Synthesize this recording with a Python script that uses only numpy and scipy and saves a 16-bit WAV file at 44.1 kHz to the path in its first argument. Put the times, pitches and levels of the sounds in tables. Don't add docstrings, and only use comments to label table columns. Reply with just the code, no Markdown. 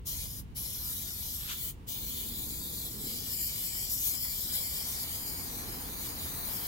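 import sys
import numpy as np
from scipy import signal
from scipy.fft import rfft, irfft
from scipy.io import wavfile

SR = 44100
rng = np.random.default_rng(int(sys.argv[2]) if len(sys.argv) > 2 else 0)


def inscribe(sig):
    pcm = np.round(np.clip(np.atleast_2d(sig).T, -1, 1) * 32767)
    wavfile.write(sys.argv[1], SR, pcm.astype(np.int16))


N = 294147
TIME = np.arange(N) / SR


def from_db(db):
    return 10 ** (np.asarray(db) / 20)


def unit_rms(x):
    return x / np.sqrt(np.mean(x ** 2) + 1e-20)


def in_time(rows, t=TIME):
    times, *columns = np.transpose(rows)
    return [np.interp(t, times, column) for column in columns]


def at_hz(rows, hz):
    freqs, *columns = np.transpose(rows)
    return [np.interp(np.log(hz + 1), np.log(freqs), column) for column in columns]


def bell(x, centre, width):
    return np.exp(-.5 * ((x - centre) / width) ** 2)


def drift(rate_hz):
    step, settle = 20, 4000
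    pole = np.exp(-2 * np.pi * rate_hz * step / SR)
    noise = rng.standard_normal(N // step + settle + 2)
    slow = signal.lfilter([1], [1, -2 * pole, pole * pole], noise)[settle:]
    return np.interp(np.arange(N) / step, np.arange(len(slow)), unit_rms(slow))


def noise_pair(coherence, lag_ms, frame):
    hz, t, (left, independent) = signal.stft(rng.standard_normal((2, N)), SR, "cosine", nperseg=frame)
    hz = hz[:, None]
    shared = np.clip(at_hz(coherence, hz)[0], 0, 1)
    delay = np.exp(-2j * np.pi * hz * lag_ms / 1000)
    right = shared * delay * left + np.sqrt(1 - shared ** 2) * independent
    return hz, t, np.array([left, right])


def to_sound(spectra):
    return signal.istft(spectra, SR, "cosine")[1][:, :N]


def coloured_noise(spectrum, coherence, lag_ms=0):
    hz, t, noise = noise_pair(coherence, lag_ms, frame=2048)
    return unit_rms(to_sound(noise * from_db(at_hz(spectrum, hz)[0])))


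# nearest_s, half_length_s, rumble_db, drone_db, tyres_db
PASSING_VEHICLES = [(0.414, 0.49, -46.5, -64, -75), (2.46, 0.31, -51, -52, -62),
                    (2.973, 0.22, -71, -52.5, -64.5), (5.02, 0.19, -72, -72, -54.5),
                    (5.68, 0.22, -52, -48, -50), (6.113, 0.16, -63, -53, -56),
                    (6.568, 0.29, -58, -53, -48.5)]
# rumble_db, drone_db, tyres_db
TOWN_LEVELS = (-49, -61, -69)

def traffic_amplitudes():
    power = from_db(TOWN_LEVELS)[:, None] ** 2
    for nearest_s, half_length_s, *levels_db in PASSING_VEHICLES:
        distance_squared = 1 + ((TIME - nearest_s) / half_length_s) ** 2
        power = power + from_db(levels_db)[:, None] ** 2 / distance_squared
    return np.sqrt(power)


def engine(pitch_hz, level_db):
    cycles = np.cumsum(pitch_hz * (1 + .0044 * drift(2.7))) / SR
    return from_db(level_db + 2.8 * drift(3.9)) * np.sqrt(2) * np.sin(2 * np.pi * cycles)


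# frequency_hz, relative_db
RUMBLE_SPECTRUM = [(20, -44), (32, 0), (48, -1), (68, 3), (100, -3.5), (150, -5), (230, -14), (330, -31.5),
                   (450, -74)]
DRONE_SPECTRUM = [(80, -2.5), (160, 1), (220, 7.5), (300, 5), (390, -2.5), (500, -2), (620, -36),
                  (1500, -28.5)]
TYRE_SPECTRUM = [(250, -9), (550, -5), (750, -1.5), (1050, -1), (1400, -5.5), (2000, -7), (3500, -18),
                 (7000, -23), (16000, -57)]
AIR_SPECTRUM = [(200, -37), (1000, -2), (1700, -19), (2800, -4), (4500, -14), (8000, -36), (16000, -32)]
# frequency_hz, coherence
FAR_COHERENCE = [(30, 0.7), (130, 0.83), (280, 0.74), (550, 0.78), (1000, 0.14), (16000, 0)]
TYRE_COHERENCE, TYRE_LAG_MS = [(250, .91), (1000, .53), (2500, .055), (8000, .05)], .36

def street(air_db, pan_db, drone_waver_db=1.2, tyre_waver_db=.8):
    rumble, drone, tyres = traffic_amplitudes()
    sound = rumble * coloured_noise(RUMBLE_SPECTRUM, FAR_COHERENCE)
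    drone *= from_db(drone_waver_db * drift(3.9))
    sound += drone * coloured_noise(DRONE_SPECTRUM, FAR_COHERENCE)
    tyres *= from_db(tyre_waver_db * drift(25))
    sound += tyres * coloured_noise(TYRE_SPECTRUM, TYRE_COHERENCE, TYRE_LAG_MS)
    sound += from_db(air_db) * coloured_noise(AIR_SPECTRUM, FAR_COHERENCE)
    sound += engine(pitch_hz=34.8, level_db=-61.5)
    return sound * from_db([[pan_db / 2], [-pan_db / 2]])


# start_s, release_s
NOZZLE_PRESSES = [(0.045, .398), (0.542, 1.701), (1.861, 6.9)]

def valve(open_s, close_s):
    return sum(np.clip((TIME - on) / open_s, 0, 1) ** 2 * np.exp(-np.maximum(TIME - off, 0) / close_s)
               for on, off in NOZZLE_PRESSES)


def surge(t, peak_db, settle_s):
    return sum(peak_db * (t > on) * np.exp(-np.abs(t - on) / settle_s) for on, _ in NOZZLE_PRESSES)


# time_s, rush_gain_db
JET_FACING = [(.22, 0.5), (.28, -5), (.41, -5), (.55, -0.5), (1.35, 0.3), (1.9, -0.8), (2.4, 0.3),
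              (2.99, -0.5), (3.05, 5.3), (3.22, 3), (3.38, 6), (3.47, 5.7), (3.53, 3.3), (3.8, 5),
              (4.05, 5.5), (4.4, 4.2), (4.6, 5.3), (4.85, 4.3), (5.04, 3.3), (5.12, 1.8), (5.7, -0.8),
              (6.66, 0)]
# centre_s, width_s, hiss_gain_db
WRIST_SWINGS = [(.1, .02, 2), (0.615, .035, 2.5), (0.922, .03, 2.5), (1.11, 0.041, -2), (1.656, .03, 3),
                (2.41, .025, 1), (2.98, .025, -1.5), (3.21, .05, -2.5), (3.44, 0.03, 2.8), (3.51, .014, -3),
                (3.64, 0.02, 2), (3.715, .024, -4.5), (3.8, .02, -2), (3.875, .014, -4.5),
                (3.93, 0.016, 6.5), (4.025, .025, 3), (4.08, 0.022, 5.5), (4.19, .015, -2.5),
                (4.245, .014, 2.5), (4.56, .02, 1.5), (4.83, .015, -3), (4.89, .015, 1.5), (4.96, .02, -2),
                (5.02, .018, 2), (6.503, 0.11, 2.5)]

def directivity(t):
    facing_db, = in_time(JET_FACING, t)
    swing_db = sum(db * bell(t, centre_s, width_s) for centre_s, width_s, db in WRIST_SWINGS)
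    return .69 * facing_db + swing_db, facing_db + .12 * swing_db


# centre_s, width_s, centre_hz, width_hz, left_db, right_db
HISS_BANDS = [(0.3, 0.41, 8050, 190, -12, -14), (.2, .2, 12500, 450, -1, -8),
              (1.0, 0.45, 11900, 700, -3, -1.5), (1.052, 0.22, 14300, 500, -2, -1),
              (.15, 0.17, 3750, 400, -3, -4), (.9, .35, 3180, 260, 0, 0), (.7, 0.81, 4630, 260, -3, -4),
              (1.975, 0.23, 5400, 170, -3, -15), (2.0, 0.23, 8300, 200, -5, -16),
              (2.547, 0.35, 6150, 350, -2, -10), (2.55, 0.44, 8500, 350, -3, -6),
              (2.707, 0.15, 3000, 150, -22, -23), (3.03, 0.019, 7400, 300, 10, 4),
              (3.4, 0.047, 7400, 356, 9.5, 6), (3.895, 0.33, 7800, 210, 5.5, 2),
              (3.934, 0.028, 4570, 160, -13, -2), (3.997, 0.11, 6250, 750, 7.5, 8),
              (4.152, 0.025, 5020, 170, 10, 6), (4.47, 0.028, 4430, 180, -18, -3),
              (4.55, 0.33, 2720, 252, -9, -10), (4.583, 0.035, 3660, 300, 10, 9),
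              (5.31, .1, 5000, 166, 2, 2), (5.567, 0.034, 3960, 250, 3, -3),
              (6.0, 0.64, 7800, 300, -4.5, 1)]

def hiss_bands(hz, t):
    return sum(np.multiply.outer(sides_db, bell(t, centre_s, width_s) * bell(hz, centre_hz, width_hz))
               for centre_s, width_s, centre_hz, width_hz, *sides_db in HISS_BANDS)


# time_s, delay_ms
REFLECTION_DELAY = [(1.2, .18), (1.6, .29), (2.98, .275), (3.06, .40), (3.42, .415), (3.8, .39),
                    (4.25, .405), (4.8, .395), (5.05, .42), (5.42, .42), (5.5, .49), (5.64, .485),
                    (5.76, .405), (5.92, .478), (6.15, .44), (6.34, .485), (6.45, .48), (6.56, .40)]
# centre_s, half_length_s, extra_reflection
PANEL_GLANCES = [(1.9, .3, .12), (2.55, .35, .25), (3.40, .085, .64), (3.77, .13, .45), (4.24, .13, .62),
                 (4.63, .095, .56), (4.80, .045, .52), (5.07, .09, .25), (5.31, .13, .58),
                 (5.56, .085, .72), (5.78, .06, .3), (5.96, .075, .55), (6.14, .06, .2), (6.38, .1, .7)]

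def panel_comb(hz, t, fade_hz, base_reflection=.12):
    delay_ms, = in_time(REFLECTION_DELAY, t)
    glances = sum(extra * np.exp(-((t - centre_s) / half_length_s) ** 4)
                  for centre_s, half_length_s, extra in PANEL_GLANCES)
    reflection = (base_reflection + glances) / np.sqrt(1 + (hz / fade_hz) ** 6)
    return np.abs(1 + reflection * np.exp(-2j * np.pi * hz * delay_ms / 1000))


def scatter(hz, t, strength, fade_hz, width_hz, hold_s):
    grid_hz, grid_s = np.arange(0, SR / 2, 40), np.arange(0, N / SR, .02)
    real, imag = rng.standard_normal((2, 2, len(grid_hz), len(grid_s)))
    smooth_hz, smooth_s = bell(hz, grid_hz, width_hz), bell(t, grid_s[:, None], hold_s)
    paths = unit_rms(smooth_hz @ real @ smooth_s) + 1j * unit_rms(smooth_hz @ imag @ smooth_s)
    share = strength / np.sqrt(1 + (hz / fade_hz) ** 2)
    return (1 + share * paths) / np.sqrt(1 + 2 * share ** 2)


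# frequency_hz, left_db, right_db
JET_SPECTRUM = [(474, -12.5, -10.5), (1220, -16.5, -15), (2100, -11.5, -10), (2490, -3, -6),
                (3400, -1.5, 0), (4370, -1.5, 0), (4460, -1.5, 0.5), (5160, 2, -6), (5870, -1.5, -6.5),
                (8100, 1.5, -5), (7700, 5, 2), (8050, 1.5, -3), (9740, 1, -11.5), (11650, -1.5, 4),
                (12500, 1.5, 2), (13800, 1, -3), (15800, 1.5, 1.5)]
# time_s, centre_hz, height_db
JET_CREST = [(.1, 10500, -2), (.6, 11000, 7), (.9, 12300, 8), (1.38, 12500, 12), (1.5, 12700, 4),
             (1.56, 14600, 6), (1.68, 15300, 10), (1.92, 15200, 11), (2.7, 14400, 2), (3.1, 13400, 5),
             (4.1, 14100, 9.5), (5.0, 13900, 4), (5.7, 14500, 2), (6.6, 15200, 9)]
CREST_SIDES = (0.82, 0.35)
# centre_hz, width_hz, gain_db
HISS_DIPS = [(2665, 100, -22), (1630, 70, -5)]

def hiss_filter(hz, t, crest_width_hz):
    crest_hz, height_db = in_time(JET_CREST, t)
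    crest_db = np.multiply.outer(CREST_SIDES, height_db * bell(hz, crest_hz, crest_width_hz))
    dips_db = sum(db * bell(hz, centre_hz, width_hz) for centre_hz, width_hz, db in HISS_DIPS)
    colour_db = np.array(at_hz(JET_SPECTRUM, hz)) + crest_db + hiss_bands(hz, t) + dips_db
    fine_ripple = scatter(hz, t, strength=1.3, fade_hz=4770, width_hz=22, hold_s=.027)
    broad_ripple = scatter(hz, t, strength=.19, fade_hz=8000, width_hz=170, hold_s=.03)[0]
    return from_db(colour_db) * panel_comb(hz, t, fade_hz=8540) * fine_ripple * broad_ripple


# frequency_hz, coherence
JET_COHERENCE = [(500, 0.32), (1700, 0.9), (3000, 1), (5000, .9), (8000, 0.78), (11000, 0.58),
                 (16000, 0.45)]

def spray(hiss_db, rush_db, flutter_db, sputter_db, crossover_hz=9000):
    hz, t, noise = noise_pair(JET_COHERENCE, lag_ms=.17, frame=1024)
    shape = hiss_filter(hz, t, crest_width_hz=880)
    hiss_aim_db, rush_aim_db = directivity(t)
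    surge_db = surge(t, peak_db=2, settle_s=.13)
    treble = .5 + .5 * np.tanh((hz - crossover_hz) / 700)
    gain = 0
    for share, level_db in ((treble, hiss_db + hiss_aim_db), (1 - treble, rush_db + rush_aim_db)):
        band = shape * share
        band_rms = np.sqrt(np.mean(np.abs(band) ** 2, axis=(0, 1)))
        gain = gain + band / band_rms * from_db(level_db + surge_db)
    flutter_depth_db = flutter_db + .03 * in_time(JET_FACING)[0]
    flow = from_db(flutter_depth_db * drift(8.3) - sputter_db * drift(350))
    return to_sound(noise * gain) * flow * valve(open_s=.027, close_s=.014)


# peak_s, level_db, rise_s, decay_s
SHOE_DRAGS = [(1.44, -52, 0.05, 0.07), (1.513, -40.8, .02, .016)]
# frequency_hz, relative_db
SHOE_SPECTRUM = [(300, -30), (900, -14), (1300, -0.5), (2200, -2.5), (3400, 3.5), (4300, -1.5), (5400, -6),
                 (7200, -2.5), (10000, -27), (16000, -29)]
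# frequency_hz, coherence
SHOE_COHERENCE = [(500, 0.5), (3000, 0.5), (10000, 0.1)]

def shoe_scuff(grit_db, grit_rate_hz, half_hold_s=.013):
    drag = 0
    for peak_s, level_db, rise_s, decay_s in SHOE_DRAGS:
        before_s = np.maximum(peak_s - half_hold_s - TIME, 0)
        after_s = np.maximum(TIME - peak_s - half_hold_s, 0)
        drag += from_db(level_db) * np.exp(-before_s / rise_s - after_s / decay_s)
    grit = from_db(grit_db * drift(grit_rate_hz))
    return drag * grit * coloured_noise(SHOE_SPECTRUM, SHOE_COHERENCE, lag_ms=.28)


# start_s, level_db
GLUE_BLOBS = [(1.640, -51), (1.96, -51), (3.75, -49), (4.138, -46.5), (4.248, -46), (4.605, -49)]
# frequency_hz, relative_db
PUFF_SPECTRUM = [(300, -15), (1000, -3.5), (2100, -6), (2700, -15), (3400, -3), (8000, -14), (16000, -39)]

def glue_spits(decay_s):
    puffs = sum(from_db(level_db) * (TIME >= start_s) * np.exp(-np.abs(TIME - start_s) / decay_s)
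                for start_s, level_db in GLUE_BLOBS)
    return puffs * coloured_noise(PUFF_SPECTRUM, JET_COHERENCE, lag_ms=.26)


def yard_echo(sound, t60_s, cutoff_hz):
    t = TIME[:SR // 2]
    tail = rng.standard_normal((2, len(t))) * from_db(-60 * t / t60_s) * (t > .008)
    tail /= np.sqrt(np.sum(tail ** 2, axis=1, keepdims=True))
    tail = signal.sosfilt(signal.butter(2, cutoff_hz, fs=SR, output="sos"), tail)
    return signal.fftconvolve(sound, tail, axes=1)[:, :N]


def scene():
    near = spray(hiss_db=-36.5, rush_db=-44, flutter_db=.89, sputter_db=.44)
    near += glue_spits(decay_s=.02)
    near += shoe_scuff(grit_db=2, grit_rate_hz=700)
    far = street(air_db=-69, pan_db=-1.5)
    echo = from_db(-20) * yard_echo(near, t60_s=.3, cutoff_hz=10000)
    return near + echo + far


def record(dry):
    cutoff_hz, edge_hz = 15850, 60
    hz = np.arange(N // 2 + 1) * SR / N
    low_pass = .5 - .5 * np.tanh((hz - cutoff_hz) / edge_hz)
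    return irfft(rfft(dry) * low_pass, N)


dry = scene()
out = record(dry)
inscribe(out)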